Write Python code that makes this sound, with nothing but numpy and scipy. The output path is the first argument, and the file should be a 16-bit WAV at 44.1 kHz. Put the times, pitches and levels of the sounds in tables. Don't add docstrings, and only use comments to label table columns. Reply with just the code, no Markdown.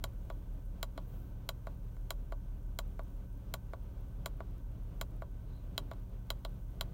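import sys
import numpy as np
from scipy import signal
from scipy.fft import rfft, irfft
from scipy.io import wavfile

SR = 44100
rng = np.random.default_rng(int(sys.argv[2]) if len(sys.argv) > 2 else 0)


def generate_wav(signal):
    frames = np.transpose(np.atleast_2d(signal))
    scaled = np.clip(frames, -1, 1) * 32767
    pcm = np.round(scaled).astype(np.int16)
    wavfile.write(sys.argv[1], SR, pcm)


N = 305613
TIME = np.arange(N) / SR

# order (multiple of the cycle rate; the sixth is the firing rate), level_db (rms, before its waver)
ENGINE_ORDERS = [(5, -78), (6, -46), (7, -49), (8, -80), (9, -53), (10, -65), (11, -60), (12, -54.5),
                 (17, -60), (18, -58.5), (19, -57.5), (21, -65.5), (23, -67), (30, -66.5), (31, -69),
                 (33, -81.5)]
# pitch_hz, relative_level_db (per Hz)
AIR_SPECTRUM = [(20, -15), (32, 0), (50, -6.5), (80, -4), (150, -4), (200, -9), (300, -14.5), (420, -19.5),
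                (620, -21), (800, -28), (1200, -30), (1800, -40), (3200, -40.5), (16000, -72)]
# pitch_hz, width_hz (at half amplitude), level_db (rms)
WHINES = [(182.4, 16, -69), (280.3, 26, -69.5), (401, 28, -76), (552.6, 29, -76.5), (938, 140, -78.5),
          (1521, 72, -81)]
# pitch_hz, relative_level_db (per Hz)
HISS_SPECTRUM = [(2000, -13), (4800, -12.5), (6000, -2.5), (7600, -8), (9000, -3), (10300, -10),
                 (12500, -2.5), (15500, 1), (17000, -9)]
# pitch_hz, level_db, t60_s
HOUSING_MODES = [(392, -55.5, .13), (505, -56.8, .13), (576, -49.7, .12), (656, -34.6, .031),
                 (798, -52, .065), (887, -52, .074), (986, -47.3, .066), (1118, -40.8, .046),
                 (1249, -50.5, .048), (1379, -45.8, .036), (1422, -48, .034)]
CAP_MODES = [(3020, -48, .027), (3210, -41, .019), (3330, -42.5, .014), (3622, -44.6, .02),
             (3870, -39, .017), (4010, -39.3, .014)]
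SPRING_MODES = [(5297, -57, .016), (6859, -55.5, .016), (7170, -44.5, .015), (7302, -40.5, .017),
                (8464, -44, .009), (9168, -44, .006), (10031, -49.5, .011), (11925, -38.5, .004),
                (12558, -42.5, .008), (13750, -38, .006), (14500, -52, .013), (15345, -43, .014)]
STALK_MODES = [(2140, -37.5, .014)]
# start_s, cap_rattle_db
PRESSES = [(.0401, 0), (.8291, 1.5), (1.4904, 3.5), (2.1057, 1.5), (2.7887, -0.5), (3.5395, -1),
           (4.2597, -1.5), (5.0127, -0.9), (5.7789, 8), (6.3036, 6), (6.8101, 5.5)]
# start_s, cap_rattle_db
RELEASES = [(.3005, -22), (.9772, -16), (1.6695, -25), (2.3219, -25), (2.9924, -33), (3.7338, -30.5),
            (4.4038, -41), (5.2201, -36), (5.9133, -23), (6.4498, -4.5)]
# start_s, cap_rattle_db
TOUCHES = [(1.966, -38), (5.934, -28)]

IDLE_HZ = 6.02
AIR_DB, HISS_DB = -53.5, -76.5
HISS_SWELL_AT_S, HISS_SWELL_LENGTH_S, HISS_SWELL_DB = 1.17, 0.28, -69
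SLIDE_AT_S, SLIDE_LENGTH_S, SLIDE_DB = 5.55, 0.15, -78
THUMB_DAMPING = 0.49
TOP_HZ = 16000


def undb(db):
    return 10 ** (np.asarray(db) / 20)


def decay(age_s, t60_s):
    return np.exp(-np.log(1000) * age_s / t60_s)


def noise(gain_at):
    hz = np.fft.rfftfreq(N, 1 / SR) + 1e-6
    shaped = irfft(rfft(rng.standard_normal(N)) * gain_at(hz), N)
    return shaped / np.sqrt(np.mean(shaped ** 2))


def coloured(points):
    hz, db = np.transpose(points)
    return noise(lambda f: undb(np.interp(np.log(f), np.log(hz), db)))


def resonance(f, centre_hz, width_hz):
    return 1 / (1 + (2 * (f - centre_hz) / width_hz) ** 2)


def walk(rate_hz):
    levels = rng.standard_normal(256)
    return np.interp(TIME * rate_hz, np.arange(len(levels)), levels)


def swell(centre_s, length_s):
    return np.exp(-(2 * (TIME - centre_s) / length_s) ** 2)


def engine(waver_db):
    turns = np.cumsum(IDLE_HZ * (1 + 0.0025 * walk(1))) / SR
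    hum = np.zeros(N)
    for order, db in ENGINE_ORDERS:
        level = np.sqrt(2) * undb(db + waver_db * walk(1.4))
        hum += level * np.sin(2 * np.pi * (order * turns + rng.random()))
    return hum


def air(flutter_db):
    whines = np.zeros(N)
    for centre_hz, width_hz, db in WHINES:
        whines += undb(db) * noise(lambda f: resonance(f, centre_hz, width_hz))
    return undb(AIR_DB + flutter_db * walk(14)) * coloured(AIR_SPECTRUM) + whines


def hiss(waver_db):
    steady = undb(HISS_DB + waver_db * walk(4.4)) * coloured(HISS_SPECTRUM)
    top = noise(lambda f: np.minimum(f / 13500, 1) ** 6)
    return steady + undb(HISS_SWELL_DB) * swell(HISS_SWELL_AT_S, HISS_SWELL_LENGTH_S) * top


def faint_ticks(per_second, tick_db, t60_s):
    hits = (rng.random(N) < per_second / SR) * rng.random(N)
    envelope = signal.lfilter([1], [1, -decay(1 / SR, t60_s)], hits)
    return undb(tick_db) * envelope * noise(lambda f: np.minimum(f / 13000, 1) ** 2)


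def cap_noise(modes, width_hz):
    return noise(lambda f: sum(undb(db) * resonance(f, hz, width_hz) for hz, db, _ in modes))


def slide():
    return undb(SLIDE_DB) * swell(SLIDE_AT_S, SLIDE_LENGTH_S) * cap_noise(CAP_MODES[-1:], width_hz=450)


def scrape(strokes, scrape_db, peak_s):
    envelope = np.zeros(N)
    for start_s, cap_db in strokes:
        age = np.maximum(TIME - start_s, 0) / peak_s
        envelope += undb(scrape_db + THUMB_DAMPING * cap_db) * age * np.exp(1 - age)
    return envelope * cap_noise(CAP_MODES, width_hz=900)


def ring(modes, t):
    hz, db, t60_s = np.transpose(modes)[:, :, None]
    age = np.maximum(t, 0)
    partials = undb(db) * decay(age, t60_s) * np.cos(2 * np.pi * hz * age)
    return (t >= 0) * np.sum(partials, axis=0)


def soften(x, hz):
    return signal.sosfilt(signal.butter(2, hz, fs=SR, output="sos"), x)


def stroke(t, housing_db, cap_db, spring_db, travel_s, contact_hz):
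    touch_s, rattle_s, rebound_s = 0.00026, 0.00148, 0.0017
    spring = ring(SPRING_MODES, t) + 0.45 * ring(SPRING_MODES, t - rebound_s)
    spring += undb(-47) * rng.standard_normal(len(t)) * decay(t, 0.058)
    stalk_db = (housing_db + spring_db) / 2
    plastic = np.zeros(len(t))
    for hit_s, size in ((touch_s, 1), (rattle_s, 0.45)):
        plastic += size * undb(cap_db) * ring(CAP_MODES, t - hit_s)
        plastic += size * undb(stalk_db) * ring(STALK_MODES, t - hit_s)
    housing = soften(ring(HOUSING_MODES, t - travel_s), contact_hz)
    return undb(spring_db) * spring + soften(plastic, hz=4630) + undb(housing_db) * housing


def button(strokes, knock_db, snap_db, damping, travel_s, contact_hz):
    out = np.zeros(N)
    t = np.arange(SR // 10) / SR
    for start_s, cap_db in strokes:
        start = int(start_s * SR)
        stretched = t * (1 + 0.0016 * rng.standard_normal())
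        click = stroke(stretched, knock_db, cap_db, snap_db + damping * cap_db, travel_s, contact_hz)
        out[start:start + len(t)] += click[:N - start]
    return out


def cabin(x, wet_db, t60_s):
    t = np.arange(SR // 6) / SR
    first_s = 0.003
    tail = rng.standard_normal(len(t)) * decay(t, t60_s) * (t > first_s)
    return x + undb(wet_db) * signal.fftconvolve(x, tail / np.linalg.norm(tail))[:N]


def scene():
    background = engine(waver_db=1.97) + air(flutter_db=2.08) + hiss(waver_db=0.9)
    background += faint_ticks(per_second=19, tick_db=-60.5, t60_s=0.01)
    friction = slide() + scrape(RELEASES, scrape_db=-51, peak_s=0.0034)
    clicks = button(PRESSES, knock_db=0.35, snap_db=-0.5, damping=0, travel_s=0.001942, contact_hz=2630)
    clicks += button(RELEASES, knock_db=-0.7, snap_db=-11, damping=THUMB_DAMPING,
                     travel_s=0.001905, contact_hz=1106)
    clicks += button(TOUCHES, knock_db=-21, snap_db=-16, damping=THUMB_DAMPING,
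                     travel_s=0.0024, contact_hz=1600)
    return (cabin(clicks + friction, wet_db=-16, t60_s=0.059) + background)[None]


def record(dry):
    return signal.sosfilt(signal.ellip(8, 0.2, 80, TOP_HZ, fs=SR, output="sos"), dry)


dry = scene()
out = record(dry)
generate_wav(out)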